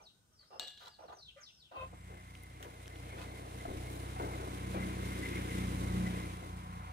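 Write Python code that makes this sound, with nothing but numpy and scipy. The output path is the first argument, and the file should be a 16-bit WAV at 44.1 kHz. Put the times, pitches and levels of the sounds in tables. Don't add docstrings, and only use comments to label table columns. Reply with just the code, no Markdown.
import sys
import numpy as np
from scipy import signal
from scipy.fft import rfft, irfft
from scipy.io import wavfile
from scipy.ndimage import uniform_filter1d

SR = 44100
rng = np.random.default_rng(int(sys.argv[2]) if len(sys.argv) > 2 else 0)


def wav_out(sig):
    wavfile.write(sys.argv[1], SR, np.round(np.clip(np.atleast_2d(sig).T, -1, 1) * 32767).astype(np.int16))


N = 305172
T = np.arange(N) / SR

# (time [s], firing rate [1/s])
FIRING_RATE = [(1.8, 30.01), (2.5, 30.43), (3.4, 30.95), (4.1, 31.19), (4.9, 31.04), (5.3, 30.72),
               (5.95, 30.46), (6.3, 30.07), (6.92, 29.92)]
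# (time [s], level relative to its nearest [dB])
NEARNESS = [(1.85, -17), (2.9, -9.5), (3.7, -5.5), (3.95, -4.5), (4.15, -5), (4.75, -3), (5.4, 0),
            (6.17, -2), (6.55, -10), (6.92, -13.5)]
# (frequency [Hz], width [Hz], gain [dB])
PIPE_MODES = [(64.54, 10.1, 5), (92.8, 30.7, 2.5), (123.54, 10.5, 1.5)]
SILENCER_MODES = [(121.6, 7.4, -7), (183.2, 12.8, 0), (214.5, 10, -6)]
# (time [s], level [dB])
THROB_LEVEL = [(1.9, -53), (2.8, -53), (3.12, -48), (3.5, -50.5), (3.9, -46), (5.55, -42), (5.85, -37.5),
               (6.35, -45.5), (6.92, -45.5)]
BOOM_LEVEL = [(1.9, -64.5), (2.9, -69), (3.15, -60), (4.0, -59), (4.6, -47.5), (5.3, -46.5), (6.1, -45),
              (6.4, -51), (6.92, -64)]
# (time [s], rise [dB])
BOOM_SWELLS = [(4.81, 6.5), (5.6, 4.5), (6.04, 8.5), (6.73, 10)]
CLATTER_SWELLS = [(2.15, 5), (3.15, 5), (4.84, 4.5), (5.12, 2.5), (5.32, 7), (5.58, 3.5), (6.18, 4)]
# (frequency [Hz], gain [dB])
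BARK_SPECTRUM = [(170, -25.5), (245, -2), (275, 2), (312, 5.5), (390, -3), (490, -3.5), (600, -12),
                 (740, -21), (900, -13.5), (1600, -22.5), (3000, -60.5)]
CLATTER_SPECTRUM = [(900, -35.5), (1500, -4), (1880, -3.5), (2030, -7.5), (2140, -5), (2300, -3),
                    (2700, -9.5), (3500, -11.5), (6000, -59.5)]
HISS_SPECTRUM = [(500, -2.5), (1200, 1), (2700, 5), (3400, 3.5), (3900, 5.5), (4400, -0.5), (4900, 0),
                 (8200, -0.5), (9000, 5.5), (9700, -1.5), (10700, -0.5), (13000, -7), (15500, -11.5)]
RUSH_SPECTRUM = [(300, -18.5), (600, -6), (690, -13.5), (735, 7), (790, -5.5), (960, 4.5), (1055, 7),
                 (1180, 0.5), (1350, -0.5), (1700, -8.5), (2700, -13.5), (4000, -22), (8000, -39)]
# (frequency [Hz], width [Hz], gain [dB])
ROAR_MODES = [(468.5, 64, 1), (665, 310, -0.5), (4286, 81, -16)]
CASING_MODES = [(2076, 134, 0)]
# (time [s], level [dB])
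RUSH_LEVEL = [(1.9, -65), (2.85, -64), (3.25, -58), (3.85, -59), (4.25, -53.5), (5.2, -52.5), (5.9, -51.5),
              (6.5, -55), (6.92, -53)]
ROAR_LEVEL = [(2.2, -73), (2.7, -65.5), (3.2, -56), (3.7, -57), (4.0, -54.5), (4.4, -64), (4.8, -55.5),
              (5.5, -66), (6.1, -55), (6.6, -69)]
CASING_RING_LEVEL = [(1.85, -76), (2.05, -66.5), (3.2, -66), (4.4, -64), (5.0, -58.5), (5.7, -57),
                     (6.2, -67), (6.5, -68)]
# (peak time [s], frequency [Hz], level [dB])
SQUEAKS = [(2.12, 2030, -68), (2.18, 2050, -63), (2.3, 2070, -64), (2.44, 2090, -64), (2.64, 2070, -71),
           (2.93, 2060, -64), (3.12, 2140, -56), (3.26, 2060, -56.5), (3.36, 2110, -59.5),
           (3.59, 2080, -59), (3.71, 2113, -64), (3.87, 2160, -57.5), (4.24, 2065, -56.5),
           (4.35, 2105, -57), (4.66, 2100, -62), (4.82, 2080, -50), (5.06, 2110, -57), (5.12, 2100, -49.5),
           (5.24, 2040, -49), (5.35, 2115, -47.5), (5.52, 2084, -51.5), (5.59, 2040, -51.5),
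           (5.88, 2100, -57), (5.96, 2020, -59), (6.06, 2030, -51.5), (6.18, 2050, -52),
           (6.23, 2090, -54.5), (6.46, 2040, -63)]

# (time [s], level [dB], relative drive of the bowl [dB])
CLINKS = [(0.5959, -31, 1), (.610, -52, 6), (.634, -58, -11), (.6805, -47.5, -6), (.696, -55, -6),
          (.881, -52.5, -1), (0.968, -72, 4)]
# (time [s], level [dB], t60 [s])
SCRAPES = [(0.597, -52, 0.41), (.672, -56, 0.16), (.77, -65.5, 0.8), (.852, -62, 0.13)]
# (frequency [Hz], gain [dB])
TICK_SPECTRUM = [(300, -26), (1500, -12.5), (2500, -13), (3450, -4), (3900, 5.5), (4400, -11), (5100, -10),
                 (7800, -11), (10000, -23), (15000, -22)]
# (frequency [Hz], level [dB], t60 [s])
BOWL_MODES = [(736, -10, 0.38), (894, -11, 0.13), (1669, -12.5, 0.9), (1725, -16, .4), (2860, -1, 0.44),
              (2905, -16, .16), (3750, -3, .08), (3960, -13, .18), (4260, 3, 0.086), (5814, -16, 0.18),
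              (7682, -10, 0.32), (7950, -16, 0.28), (8400, -15, 0.22)]
SPOON_MODES = [(3410, 3, 0.014), (3770, -5, 0.014), (4000, 5, .018), (4400, -7, 0.019)]
# (time [s], start frequency [Hz], level [dB])
BUBBLES = [(.556, 503, -48), (1.038, 530, -46), (1.05, 552, -46)]
# (time [s], length [s], pitch [Hz], rasp level [dB], tone level [dB], tilt [dB/octave],
# formant scale [ratio], higher for a smaller throat)
CLUCKS = [(-.02, 0.031, 474, -57, -56, 3, 1.2), (0.31, 0.04, 630, -80, -72.5, 2, 1.7),
          (0.391, 0.096, 638, -73.5, -71.5, 5, 1.7), (0.502, 0.1, 548, -55, -61, 0.5, 1.26),
          (0.597, 0.019, 640, -53.5, -65, 3, 0.96), (0.8, 0.1, 515, -54.5, -83, 6.5, 1.38),
          (0.984, 0.079, 563, -55.5, -79, 1, 1.18), (1.079, 0.075, 523, -52.5, -78, 1.5, 1.29),
          (1.357, 0.032, 556, -88, -56.5, -28, 2.1), (1.36, 0.052, 580, -58.5, -79, 3, 2.2),
          (1.71, 0.18, 527, -55.5, -49, 1.5, 1.25), (1.745, 0.11, 520.4, -53, -40.5, 3, 1.03),
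          (1.914, 0.025, 505, -60, -68, -2, 1.03), (2.646, 0.02, 477, -60, -54, 0, 1.1),
          (3.169, 0.077, 512, -55, -52, 6.5, 1.4)]
# (frequency [Hz], gain [dB])
THROAT_SPECTRUM = [(100, -26), (300, 0.5), (430, -2.5), (560, 5), (800, 2), (1020, -2.5), (1300, -9.5),
                   (1750, -22.5), (2200, -18), (3500, -25.5), (6000, -44.5)]
# (harmonic [number], level [dB])
HEN_HARMONICS = [(1, -9.5), (2, -0.5), (3, -30), (4, -32), (5, -13.5), (6, -30), (7, -32)]
# (time [s], length [s], crest position [share of length], start frequency [Hz],
# crest frequency [Hz], end frequency [Hz], level [dB])
PEEPS = [(0.013, 0.1, 0.58, 6500, 3920, 2670, -63.5), (0.321, .16, 0.49, 6100, 4540, 3540, -68.5),
         (0.421, 0.23, 0.63, 4980, 5250, 4940, -71.5), (0.598, .115, 0.63, 4800, 3706, 3170, -53.5),
         (0.726, 0.11, 0.48, 4440, 3800, 3300, -64.5), (0.785, 0.053, .5, 4150, 4260, 4450, -71),
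         (0.891, 0.081, 0.58, 5150, 4560, 3400, -66), (0.997, .065, .6, 5650, 5660, 5360, -74),
         (1.058, 0.059, 0.49, 4730, 3920, 3570, -69.5), (1.121, 0.14, 0.32, 6930, 6000, 4630, -68.5),
         (1.17, 0.13, 0.42, 5180, 4090, 3710, -61), (1.255, .062, 0.192, 3910, 3590, 2620, -57.5),
         (1.397, 0.12, 0.55, 7160, 4050, 2370, -59), (1.483, 0.15, 0.65, 6060, 5250, 4600, -70.5),
         (1.588, 0.12, 0.31, 5200, 3650, 2620, -65.5)]

# (time [s], level [dB], frequency [Hz], t60 [s], relative crack level [dB])
KNOCKS_AND_NOTE = [(3.651, -36.5, 680, .06, -11), (4.162, -43.5, 754, .25, -9), (4.197, -36, 420, .07, -2),
                   (4.208, -42, 530, .05, -5), (4.746, -44, 480, .05, 1)]
# (time [s], level [dB], length [s], tilt [dB/octave])
THUDS = [(2.085, -55, 0.074, 5), (2.599, -51, 0.078, 6), (3.119, -51, 0.091, 2.5),
         (3.675, -42.5, 0.048, -0.5), (4.197, -40.5, 0.0098, 2), (4.234, -40.5, 0.015, 4),
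         (4.301, -47.5, 0.28, 3), (4.741, -39.5, 0.032, 3), (5.816, -50, .04, 1), (6.418, -51.5, 0.023, 1)]
# (time [s], level [dB], t60 [s], tilt [dB/octave], stem frequency [Hz], relative ring level [dB])
TWIGS = [(2.351, -49, .014, -5, 2550, 4), (2.426, -56, .008, 4, 9800, -6), (2.435, -49, .012, 4, 10500, -6),
         (2.627, -43.5, .024, -2, 3100, -4), (2.634, -53.5, .11, -2, 3300, -12),
         (2.646, -51, .014, -6, 2900, 1), (2.858, -52, .011, -6, 3050, 3), (2.879, -45, .011, -3, 5600, -4),
         (2.958, -53, .011, -6, 3200, 2)]
# (time [s], length [s], level [dB], tilt [dB/octave])
RUSTLES = [(3.166, 0.11, -60, -9), (3.774, 0.34, -58, 0), (4.296, 0.09, -67.5, -8)]
# (frequency [Hz], gain [dB])
CRACK_SPECTRUM = [(250, -10), (500, -1), (900, 7), (1300, 3), (1750, -5), (2400, -16), (5000, -30)]
THUD_SPECTRUM = [(60, 6.5), (150, -7.5), (330, 9.5), (520, 4), (750, -1), (1000, -7.5), (1600, -16.5),
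                 (3000, -38), (8000, -51)]
SNAP_SPECTRUM = [(600, -23), (1700, 9.5), (2400, 6), (3100, 13), (4300, -3), (6000, 5.5), (10000, 3),
                 (15000, 1)]
LEAF_SPECTRUM = [(1500, -11), (4200, 2), (6000, -7), (8500, 5), (10500, 5), (13000, 0), (15000, -2)]
AIR_SPECTRUM = [(25, -24), (62, -1.5), (100, -6), (170, -11.5), (260, -19), (600, -27.5), (1380, -32),
                (1500, -22.5), (1620, -36), (2300, -38.5), (3400, -35), (4300, -38), (5500, -33),
                (8300, -35.5), (8750, -26), (9200, -39), (15000, -41.5)]


def engine(firing_at_s=1.8083, scatter_db=1.6, pulse_depth=0.07):
    cycles = np.cumsum(curve(FIRING_RATE)) / SR
    cycles -= np.interp(firing_at_s, T, cycles)
    count = np.floor(cycles)
    firings = -np.diff(count, prepend=count[0]) * undb(scatter_db * walk(27))
    cycle = np.cos(2 * np.pi * (cycles - .15))
    pulsing = 1 + pulse_depth * cycle
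    near_db = curve(NEARNESS)
    return (exhaust(firings, pulsing, near_db) + fan(pulsing)
            + clatter(cycle, near_db) + hiss(pulsing, near_db))


def exhaust(firings, pulsing, near_db, silencer_lag_s=0.00954, rumble_db=-12, bark_db=-44):
    throb_db = curve(THROB_LEVEL)
    surge_db = swells(BOOM_SWELLS, width_s=0.095)
    throb = unit(resonate(firings, PIPE_MODES)) * undb(throb_db)
    delayed = np.roll(firings, int(silencer_lag_s * SR))
    boom = unit(resonate(delayed * undb(2.0 * walk(25)), SILENCER_MODES))
    boom *= undb(curve(BOOM_LEVEL) + surge_db)
    rumble = unit(resonate(noise(N), [(138.0, 78, 0)])) * undb(throb_db + rumble_db)
    puff = 2.03 * pulsing * noise(N)
    bark = unit(colour(unit(delayed) + puff, BARK_SPECTRUM))
    bark *= undb(bark_db + 1.574 * near_db + 0.16 * surge_db)
    bass = stereo(throb + boom + rumble, lag_samples=14)
    return bass + place(bark, wet_db=-9.5, t60=0.031, pan_db=0.4)


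def fan(pulsing, scattered_db=-8):
    flow = noise(3, N) * pulsing * undb(0.37 * walk(200))
    rush = unit(colour(flow, RUSH_SPECTRUM)) * undb(curve(RUSH_LEVEL))
    roar = unit(resonate(noise(3, N), ROAR_MODES)) * undb(curve(ROAR_LEVEL))
    paths = rush + roar
    return stereo(paths[0]) + undb(scattered_db) * paths[1:]


def clatter(cycle, near_db, db=-56, depth=0.096, scattered_db=-3):
    shaking = noise(3, N) * (1 + depth * cycle) * undb(1.15 * walk(24))
    paths = unit(colour(shaking, CLATTER_SPECTRUM))
    casing = unit(stereo(paths[0]) + undb(scattered_db) * paths[1:])
    surge_db = swells(CLATTER_SWELLS, width_s=0.087)
    return pan(casing * undb(db + near_db + surge_db), pan_db=2.5)


def hiss(pulsing, near_db, db=-51.5):
    band = unit(colour(noise(2, N) * pulsing * undb(1.15 * walk(300)), HISS_SPECTRUM))
    return pan(band * undb(db + 1.04 * near_db + 0.77 * walk(20)), pan_db=-2.5)


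def squeaks(length_s=0.11, waver=.028, flutter_db=4.0):
    out, n = np.zeros(N), int(length_s * SR)
    wobble = 1 + waver * walk(350)
    for s, hz, db in SQUEAKS:
        whistle = np.sqrt(2) * np.sin(phase_of(hz * wobble[int(s * SR):][:n]))
        add(out, s - length_s / 2, undb(db) * whistle * np.hanning(n))
    ring = unit(resonate(noise(N), CASING_MODES)) * undb(curve(CASING_RING_LEVEL))
    flutter = unit(undb(flutter_db * walk(150)))
    return stereo(out * flutter + ring, pan_db=1.5)


def spoon(contact_s=.0018, scrape_attack_s=0.0049, bounces_per_s=260,
          ring_db=-14, scrape_drive_db=-30, rattle_db=1, room_db=-17):
    t = np.arange(SR) / SR
    ticks, blows, sliding = np.zeros((3, N))
    for s, db, share_db in CLINKS:
        add(ticks, s, undb(db) * envelope(t, contact_s, contact_s / 10, t60=0.0024))
        add(blows, s, undb([db + share_db]))
    for s, db, t60 in SCRAPES:
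        add(sliding, s, undb(db) * envelope(t, scrape_attack_s, scrape_attack_s, t60))
    chatter = unit(undb(5.5 * walk(400) + 0.5 * walk(75))) * sliding
    contact = colour((ticks + chatter) * noise(2, N), TICK_SPECTRUM)
    drive = blows + undb(scrape_drive_db) * chatter * noise(N)
    ring = signal.fftconvolve(drive, free_vibration(t, BOWL_MODES))[:N]
    touches = rng.random(N) < bounces_per_s / SR
    bounces = unit(touches * rng.uniform(0.42, 1, (2, N))) * sliding
    metal = free_vibration(t, SPOON_MODES)
    rattle = signal.fftconvolve(bounces, metal[None] / np.linalg.norm(metal), axes=1)[:, :N]
    room = echoes(contact[0], t60=0.8)
    return pan(contact + undb(rattle_db) * rattle + undb(room_db) * room + undb(ring_db) * ring, pan_db=2)


def egg(t60=.045, rise=.2, attack_s=.004):
    out, t = np.zeros(N), np.arange(SR // 8) / SR
    for s, hz, db in BUBBLES:
        tone = np.sin(phase_of(hz * (1 + rise * t / t60)))
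        add(out, s, undb(db) * tone * envelope(t, attack_s, attack_s, t60))
    return place(out, wet_db=-15, t60=.13, pan_db=-2.0)


def hen(jitter=0.012, grit_db=3.5):
    out, t = np.zeros(N), np.arange(SR // 3) / SR
    for s, length, hz, rasp_db, tone_db, tilt_db, formant_scale in CLUCKS:
        phase = phase_of(hz * (1 + jitter * walk(139)[:len(t)]))
        tone = unit(sum(undb(db + tilt_db * np.log2(k)) * np.sin(k * phase) for k, db in HEN_HARMONICS))
        tone *= np.sin(np.pi * np.minimum(t / length, 1))
        breath = noise(len(t)) * undb(grit_db * walk(200.5)[:len(t)])
        throat = np.array(THROAT_SPECTRUM) * [formant_scale, 1]
        rasp = unit(colour(breath, throat, tilt_db)) * envelope(t, 0.64 * length, 0.0044, t60=0.24)
        add(out, s, undb(rasp_db) * rasp + undb(tone_db) * tone)
    return place(out, wet_db=5.5, t60=0.073, pan_db=0.0)


def chicks(waver=.02, warble_depth=.013, warble_hz=85, flutter_db=3.5, swell_db=12,
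           octave_db=-24, rasp_db=-6):
    out = np.zeros(N)
    wobble = 1 + waver * walk(700)
    wobble += warble_depth * np.sin(phase_of(warble_hz * (1 + 0.204 * walk(40))))
    flutter = unit(undb(flutter_db * walk(130)))
    for s, length, crest, start_hz, crest_hz, end_hz, db in PEEPS:
        progress = np.linspace(0, 1, int(length * SR))
        span = int(s * SR) + np.arange(len(progress))
        glide_hz = np.interp(progress, [0, crest, 1], [start_hz, crest_hz, end_hz])
        phase = phase_of(glide_hz * wobble[span])
        arch_db = np.interp(progress, [0, crest, 1], [-swell_db, 0, -swell_db])
        arch = signal.windows.tukey(len(span), .2) * undb(arch_db)
        rasp = undb(rasp_db) * walk(1200)[span] * np.cos(phase)
        voice = np.sin(phase) + undb(octave_db) * np.sin(2 * phase) + rasp
        add(out, s, undb(db) * unit(arch * flutter[span] * voice))
    return place(out, wet_db=-3, t60=0.39, pan_db=3.0)


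def knocks_and_note():
    out, t = np.zeros(N), np.arange(SR // 4) / SR
    for s, db, hz, t60, crack_db in KNOCKS_AND_NOTE:
        crack = undb(crack_db) * colour(noise(len(t)), CRACK_SPECTRUM)
        ring = np.sin(2 * np.pi * hz * t)
        add(out, s, undb(db) * (ring + crack) * envelope(t, 0.0048, 0.0012, t60))
    return place(out, wet_db=-12, t60=.12, pan_db=1.5)


def thuds():
    out, t = np.zeros(N), np.arange(SR // 2) / SR
    for s, db, length, tilt_db in THUDS:
        burst = noise(len(t)) * envelope(t, 0.62 * length, 0.092 * length, t60=0.45)
        add(out, s, undb(db) * colour(burst, THUD_SPECTRUM, tilt_db))
    return stereo(out, pan_db=3.5)


def twigs(ring_t60=.012):
    out, t = np.zeros((2, N)), np.arange(SR // 4) / SR
    for s, db, t60, tilt_db, hz, ring_db in TWIGS:
        crack = colour(noise(2, len(t)) * fade(t, t60), SNAP_SPECTRUM, tilt_db)
        stem = unit(resonate(noise(len(t)), [(hz, hz / 3, 0)])) * fade(t, ring_t60)
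        add(out, s, undb(db) * (crack + undb(ring_db) * stem))
    return out


def leaves(grain_db=5):
    out = np.zeros((2, N))
    for s, length, db, tilt_db in RUSTLES:
        grains = noise(2, N) * undb(grain_db * walk(650))
        crackle = unit(colour(grains, LEAF_SPECTRUM, tilt_db))
        n = int(length * SR)
        add(out, s, undb(db) * np.hanning(n) * crackle[:, :n])
    return out


def trill(start_s=1.74, length_s=0.59, db=-72, top_hz=8100, fall_hz=830, chirps_per_s=29, waver=0.01):
    progress = (T * chirps_per_s) % 1
    hz = (top_hz - fall_hz * progress) * (1 + waver * walk(500))
    chirps = unit(np.sin(np.pi * progress) * np.sin(phase_of(hz)))
    arch = np.sin(np.pi * np.clip((T - start_s) / length_s, 0, 1))
    return place(undb(db) * chirps * arch, wet_db=-4, t60=.1, pan_db=-1)


def air(db=-69, waver_db=7.5):
    mid, side = noise(2, N)
    side = signal.sosfilt(signal.butter(1, 500, "high", fs=SR, output="sos"), side)
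    bass = signal.sosfilt(signal.butter(1, 200, fs=SR, output="sos"), mid)
    waver = unit(undb(waver_db * walk(11.45)))
    mid = mid + bass * (waver - 1)
    return undb(db) * unit(colour(mid + np.array([side, -side]), AIR_SPECTRUM))


def undb(db):
    return 10 ** (np.asarray(db) / 20)


def unit(x):
    return x / np.sqrt(np.mean(x ** 2) + 1e-20)


def noise(*shape):
    return rng.standard_normal(shape)


def walk(rate_hz):
    k = max(int(SR / rate_hz), 1)
    return unit(uniform_filter1d(np.repeat(noise(N // k + 1), k), k)[:N])


def phase_of(hz):
    return 2 * np.pi * np.cumsum(hz) / SR


def curve(table):
    return np.interp(T, *np.transpose(table))


def swells(table, width_s):
    return sum(db * np.exp(-.5 * ((T - s) / width_s) ** 2) for s, db in table)


def fade(t, t60):
    return np.exp(-np.log(1000) * t / t60)


def envelope(t, release_s, attack_s, t60):
    return np.minimum(t / attack_s, 1) * fade(np.maximum(t - release_s, 0), t60)


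def free_vibration(t, modes):
    return sum(undb(db) * np.sin(2 * np.pi * hz * t) * fade(t, t60) for hz, db, t60 in modes)


def add(track, s, sound):
    start = int(s * SR)
    sound = sound[..., max(-start, 0):N - start]
    start = max(start, 0)
    track[..., start:start + sound.shape[-1]] += sound


def colour(x, spectrum, tilt_db=0, size=2048):
    hz, db = np.transpose(spectrum)
    points = np.log2(hz)
    octave = np.log2(np.maximum(np.fft.rfftfreq(size, 1 / SR), 1))
    gain_db = np.interp(octave, points, db) + tilt_db * np.clip(octave, points[0], points[-1])
    cepstrum = irfft(np.log(undb(gain_db)))
    cepstrum[1:size // 2] *= 2
    cepstrum[size // 2 + 1:] = 0
    response = irfft(np.exp(rfft(cepstrum)))
    response /= np.linalg.norm(response)
    return signal.fftconvolve(x, np.array(response, ndmin=x.ndim), axes=-1)[..., :x.shape[-1]]


def resonate(x, modes):
    out = 0
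    for hz, width, db in modes:
        b, a = signal.iirpeak(hz, hz / width, fs=SR)
        out = out + undb(db) * signal.lfilter(b, a, signal.lfilter(b, a, x))
    return out


def echoes(x, t60):
    t = np.arange(SR // 2) / SR
    tail = noise(2, len(t)) * fade(t, t60) * (t > .002)
    tail /= np.linalg.norm(tail, axis=1, keepdims=True)
    return signal.fftconvolve(x[None], tail, axes=1)[:, :N]


def pan(x, pan_db):
    return x * undb(np.array([[pan_db], [-pan_db]]) / 2)


def stereo(x, pan_db=0, lag_samples=20):
    left = np.pad(x, (lag_samples, 0))[:N]
    return pan(np.array([left, x]), pan_db)


def place(x, wet_db, t60, pan_db):
    return pan(stereo(x) + undb(wet_db) * echoes(x, t60), pan_db) / np.sqrt(1 + undb(2 * wet_db))


def scene(garden_s=1.785, fade_in_s=0.068):
    background = air()
    kitchen = spoon() + egg() + chicks() + hen()
    fade_in = np.clip((T - garden_s) / fade_in_s + .5, 0, 1)
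    garden = fade_in * (engine() + squeaks()) + trill() + thuds() + knocks_and_note() + twigs() + leaves()
    return garden + kitchen + background


def record(dry, cutoff_hz=15550):
    return signal.sosfilt(signal.ellip(10, .2, 80, cutoff_hz, fs=SR, output="sos"), dry)


dry = scene()
out = record(dry)
wav_out(out)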